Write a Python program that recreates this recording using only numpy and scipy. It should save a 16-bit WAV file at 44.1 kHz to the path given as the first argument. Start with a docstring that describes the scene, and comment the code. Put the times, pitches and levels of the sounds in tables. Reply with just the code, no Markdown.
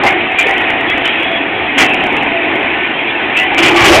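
"""A steady engine roar with gear whines and a dense rattle of chains and ballast on steel:
a track renewal machine working close by. Loads crash into the steelwork and a dry bearing squeals
on and off. The frame groans and booms under load, loudest near the end.
A small narrow-band recorder overloads on everything loud; brief overloads sound as short ticks."""
import sys
import numpy as np
from scipy import signal
from scipy.io import wavfile
from scipy.ndimage import uniform_filter1d, minimum_filter1d

SR = 44100
rng = np.random.default_rng(int(sys.argv[2]) if len(sys.argv) > 2 else 0)


def bounce(signal):
    """Save signal as a 16-bit WAV file at the path given by the first command-line argument."""
    frames = np.transpose(np.atleast_2d(signal))
    limited = np.clip(frames, -1, 1)
    pcm = np.round(limited * 32767).astype(np.int16)
    wavfile.write(sys.argv[1], SR, pcm)


N = 176400


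def from_db(db):
    """Decibels to gain."""
    return 10 ** (np.asarray(db) / 20)


def unit_rms(x):
    """Scale to unit power."""
    return x / np.sqrt(np.mean(x ** 2) + 1e-20)


def seconds():
    """Time of every sample."""
    return np.arange(N) / SR


def gain_curve(points):
    """Gain over time from (time_s, level_db) points."""
    return from_db(np.interp(seconds(), *np.transpose(points)))


def gain_at(spectrum, hz):
    """Gain of a spectrum at one frequency."""
    freq_hz, level_db = np.transpose(spectrum)
    return from_db(np.interp(np.log(hz), np.log(freq_hz), level_db))


def drift(rate_hz):
    """Smooth random motion of spread 1."""
    step, settle = 40, 2000
    pole = np.exp(-2 * np.pi * rate_hz * step / SR)
    white = rng.standard_normal(N // step + settle + 2)
    slow = signal.lfilter([1], [1, -2 * pole, pole * pole], white)[settle:]
    return np.interp(np.arange(N) / step, np.arange(len(slow)), unit_rms(slow))


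def resonate(x, hz, width_hz):
    """Two-pole resonance, peak gain 1."""
    radius = np.exp(-np.pi * width_hz / SR)
    feedforward = np.array([1, 0, -1]) * (1 - radius ** 2) / 2
    feedback = [1, -2 * radius * np.cos(2 * np.pi * hz / SR), radius ** 2]
    return signal.lfilter(feedforward, feedback, x + 1e-18)


def shaken(hz, width_hz):
    """A resonance driven by steady random force, levelled to unit power."""
    x = resonate(rng.standard_normal(N), hz, width_hz)
    return x / np.sqrt(uniform_filter1d(x * x, size=2600) + 1e-20)


def banded_noise(spectrum, flicker_db):
    """Quarter-octave noise bands, each flickering on its own; unit power overall."""
    edges_hz = 20 * 2 ** np.arange(0, 8.1, .25)
    out, white = 0, rng.standard_normal((2, N + SR // 2))
    for k, (low, high) in enumerate(zip(edges_hz, edges_hz[1:])):
        bandpass = signal.butter(2, [low, high], "band", fs=SR, output="sos")
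        band = signal.sosfilt(bandpass, white[k % 2])[-N:]
        out += band * gain_at(spectrum, np.sqrt(low * high)) * from_db(flicker_db * drift(15.8))
    return unit_rms(out)


def envelope(start_s, end_s, attack_s, t60_s):
    """Rise around the start, hold to the end, then die away."""
    t = seconds()
    rise = np.clip((t - start_s) / attack_s + .5, 0, 1)
    return rise * from_db(-60 * np.maximum(t - end_s, 0) / t60_s)


# Engine roar level: time_s, level_db
ROAR_CURVE = [(0, -10.5), (.3, -21), (.38, -21), (.47, -18.5), (.62, -17), (1.5, -18.5), (1.6, -16),
              (1.73, -19.5), (1.9, -16.5), (2.25, -19.5), (2.6, -16), (2.85, -18.5), (3.42, -19),
              (3.55, -18), (3.68, -4), (3.8, -14), (3.9, 7), (4, -13)]
# Engine roar spectrum: freq_hz, relative_density_db
ROAR_SPECTRUM = [(25, -36), (60, -16.5), (120, -13), (200, -13), (270, -3.5), (330, 2), (420, -6),
                 (540, -10), (740, -2), (900, -6), (1150, -10), (1450, -11), (2200, -19.5)]


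def engine_roar():
    """The engines roar as broad noise with an uneven throb."""
    throb_db = 0.65 * drift(rate_hz=6.5)
    return gain_curve(ROAR_CURVE) * from_db(throb_db) * banded_noise(ROAR_SPECTRUM, flicker_db=1.6)


# Gear and pump whines: pitch_hz, level_db
GEAR_TONES = [(334, -36), (1502, -34.5), (1793, -34)]
# Two drives taking load: pitch_hz, [(time_s, level_db)]
DRIVE_TONES = [(672, [(0, -28.5), (.9, -27.5), (1.3, -28), (1.8, -41), (2.15, -39), (2.25, -24),
               (2.48, -25.5), (2.6, -44.5), (4, -34.5)]), (754, [(0, -27), (.6, -26.5), (1.3, -33.5),
               (2.0, -25), (2.7, -40), (4, -26.5)])]


def whines(wander=0.0025, flutter_db=4):
    """Gears and pumps whine throughout, drives sing as they take load; all waver and flutter."""
    voices = [(hz, from_db(level_db)) for hz, level_db in GEAR_TONES]
    voices += [(hz, gain_curve(load)) for hz, load in DRIVE_TONES]
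    out = 0
    for pitch_hz, gain in voices:
        phase = 2 * np.pi * np.cumsum(pitch_hz * (1 + wander * drift(14.0))) / SR
        flutter = from_db(flutter_db * drift(8.3))
        out += gain * unit_rms(np.sin(phase) * flutter)
    return out


# Chain and ballast rattle level: time_s, level_db
RATTLE_CURVE = [(0, -11.5), (.3, -16.5), (.43, -13), (.7, -13.5), (.83, -16), (.92, -11.5), (1.0, -17),
                (1.08, -13.5), (1.16, -13.5), (1.5, -18), (1.75, -15.5), (1.9, -13.5), (2.1, -15),
                (2.8, -16), (3.55, -15), (3.64, -9.5), (4, -5)]
# Rattle spectrum: freq_hz, relative_density_db
RATTLE_SPECTRUM = [(900, -21.5), (1400, -17), (1800, -3), (2050, -2.5), (2350, 0.5), (2650, 0),
                   (2950, -10.5), (3250, -6), (3550, -12), (4200, -5.5)]


def rattle(knocks_per_s=320, spread_db=1.5, t60_s=0.099, ring_db=-2):
    """Links and stones knock on many short-ringing steel parts, over a wash of grinding."""
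    parts_hz = np.geomspace(1650, 3200, num=30)
    force = from_db(spread_db * np.minimum(rng.exponential(1, N), 4)) * rng.choice([-1, 1], N)
    knocks = force * (rng.random(N) < knocks_per_s / SR)
    struck_part = rng.integers(0, len(parts_hz), N)
    width_hz = np.log(1000) / (np.pi * t60_s)
    rings = sum(gain_at(RATTLE_SPECTRUM, hz) * resonate(knocks * (struck_part == k), hz, width_hz)
                for k, hz in enumerate(parts_hz))
    grinding = banded_noise(RATTLE_SPECTRUM, flicker_db=1.5)
    return gain_curve(RATTLE_CURVE) * unit_rms(from_db(ring_db) * unit_rms(rings) + grinding)


# Chute and frame resonances: pitch_hz, width_hz, relative_db
CHUTE_MODES = [(1510, 790, -7.5), (2020, 300, -6), (2380, 210, -8), (2695, 1300, -0.5)]
FRAME_MODES = [(328, 230, -7), (735, 134, -2)]
# Loads hitting the steelwork: start_s, length_s, clatter_db, thud_db, ring_hz, ring_db
LOAD_CRASHES = [(0.037, 0.027, -31, -13.5, 800, -8), (0.062, 0.0089, -13, -24.5, 2090, -11),
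                (0.382, 0.02, -11.5, -26, 2380, -9.5), (1.043, 0.018, -13.5, -35, 3030, -17),
                (1.776, 0.031, -5, -13, 2680, -21), (1.811, 0.012, -11, -9.5, 2070, -8),
                (3.367, 0.0097, -16.5, -18, 2624, -7), (3.388, 0.0055, -29, -36, 2810, -12),
                (3.576, 0.014, -6.5, -17, 2020, -20), (3.624, 0.059, -6.5, -17.5, 2345, -15),
                (3.759, 0.09, -8, -17.5, 2320, -16), (3.844, 0.067, -4.5, -17, 2500, -11),
                (3.926, 0.029, -3, -4.5, 2380, -12)]


def crashes():
    """Each load is a burst of contacts that shakes the chute, the frame and one ringing part."""
    chute = unit_rms(sum(from_db(db) * shaken(hz, width_hz) for hz, width_hz, db in CHUTE_MODES))
    frame = unit_rms(sum(from_db(db) * shaken(hz, width_hz) for hz, width_hz, db in FRAME_MODES))
    out = 0
    for start_s, length_s, clatter_db, thud_db, ring_hz, ring_db in LOAD_CRASHES:
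        burst = envelope(start_s, start_s + length_s, attack_s=0.015, t60_s=0.18)
        ring = from_db(ring_db) * shaken(ring_hz, width_hz=68)
        out += burst * (from_db(clatter_db) * chute + from_db(thud_db) * frame + ring)
    return out


# Dry bearing squeals: middle_s, length_s, pitch_hz, glide_hz_per_s, level_db
BEARING_SQUEALS = [(0.1, 0.1, 2180, 2, -18.5), (0.53, 0.14, 1940, -7.5, -18.5),
                   (0.781, 0.19, 1877, -500, -23.5), (0.907, 0.069, 3340, 6, -20.5),
                   (1.072, 0.15, 3198, -0.5, -24), (1.294, 0.25, 3330, -0.5, -23),
                   (1.303, 0.95, 3340, 0, -29), (1.898, 0.14, 2657, -1.5, -19),
                   (1.954, 0.19, 2514, -1, -20.5), (2.972, 0.12, 3160, 2801.5, -27.5),
                   (3.098, 0.054, 3420, 2, -19), (3.427, 0.082, 1988, 0, -18.5),
                   (3.435, 0.18, 3000, 999.5, -27.5)]


def squeals(roughness=0.73, slip_hz=28, wander=0.002074, scrape_db=-4.5):
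    """Dry steel scrapes and sings, swelling and fading; uneven slipping roughens the note."""
    out = 0
    for middle_s, length_s, pitch_hz, glide_hz_per_s, level_db in BEARING_SQUEALS:
        t = np.clip(seconds() - middle_s, -length_s / 2, length_s / 2)
        slip = (drift(slip_hz) + 1j * drift(slip_hz)) / np.sqrt(2)  # jitters level and phase
        grip = np.sqrt(1 - roughness ** 2) + roughness * slip
        hz = (pitch_hz + glide_hz_per_s * t) * (1 + wander * drift(19.3))
        phase = 2 * np.pi * np.cumsum(hz) / SR
        note = np.sqrt(2) * np.real(grip * np.exp(1j * phase))
        scrape = from_db(scrape_db) * shaken(pitch_hz, width_hz=190)
        swell = np.sqrt(np.abs(np.cos(np.pi * t / length_s)))
        out += from_db(level_db) * swell * (note + scrape)
    return out


# Brief peaks in the din: start_s
OVERLOAD_TICKS_S = [.242, .347, .51, .703, .738, .900, .949, 1.019, 1.358, 1.944, 1.978, 2.038, 2.068,
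                    2.144, 2.215, 2.265, 2.319, 2.645, 3.519, 3.546]


def overload_ticks(pitches_hz=(760, 2130), t60_s=0.014, peak_db=-3.8):
    """Short ticks: sharp peaks added to the din at set times briefly overload the recorder."""
    impulses = np.zeros(N)
    impulses[(np.array(OVERLOAD_TICKS_S) * SR).astype(int)] = from_db(peak_db)
    t = np.arange(SR // 20) / SR
    tick = from_db(-60 * t / t60_s) * sum(np.sin(2 * np.pi * hz * t) for hz in pitches_hz)
    return signal.fftconvolve(impulses, tick / np.abs(tick).max())[:N]


# Frame booms and groans: start_s, end_s, pitch_hz, width_hz, level_db
FRAME_GROANS = [(.445, 0.471, 464, 31, -15.5), (0.457, 0.529, 780, 70, -19), (1.575, 1.613, 365, 60, -22),
                (1.759, 1.83, 271, 32, -18), (1.84, 2.328, 284, 80, -22.5), (2.022, 2.052, 735, 40, -15.5),
                (2.066, 2.28, 853, 72, -22), (2.45, 2.626, 378, 110, -23.5), (3.5, 3.525, 802, 43, -16),
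                (3.594, 3.988, 339, 22, -11), (3.88, 3.92, 352, 88, -1), (3.9, 4.05, 614, 93, -6),
                (3.688, 4.0, 841, 32, -18.5), (3.76, 3.97, 1145, 44, -12.5), (3.803, 4.0, 98, 54, -17.5)]


def groans():
    """Jolts and rubbing under load make one steel part after another boom or groan."""
    out = 0
    for start_s, end_s, pitch_hz, width_hz, level_db in FRAME_GROANS:
        load = envelope(start_s, end_s, attack_s=0.027, t60_s=0.099)
        out += from_db(level_db) * load * shaken(pitch_hz, width_hz)
    return out


def limit_peaks(x, ceiling):
    """Turn the highest peaks smoothly down to a ceiling."""
    gain = np.minimum(1, ceiling / (np.abs(x) + 1e-20))
    return x * uniform_filter1d(minimum_filter1d(gain, size=131), size=131)


def scene():
    """The whole machine in mono, heard from beside the track."""
    din = limit_peaks(whines() + engine_roar() + rattle() + squeals(), ceiling=0.69)
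    return (din + overload_ticks() + crashes() + groans())[None]


def record(dry, band_edge_hz=3386, stop_hz=5200, clip_level=0.69, top_hz=15900):
    """A narrow-band input clips hard; a last low-pass trims the top of the distortion."""
    narrow = signal.sosfilt(signal.butter(12, band_edge_hz, fs=SR, output="sos"), dry)
    narrow = signal.sosfilt(signal.cheby2(10, 60, stop_hz, fs=SR, output="sos"), narrow)
    clipped = np.clip(narrow, -clip_level, clip_level)
    return signal.sosfiltfilt(signal.butter(16, top_hz, fs=SR, output="sos"), clipped)


dry = scene()
out = record(dry)
bounce(out)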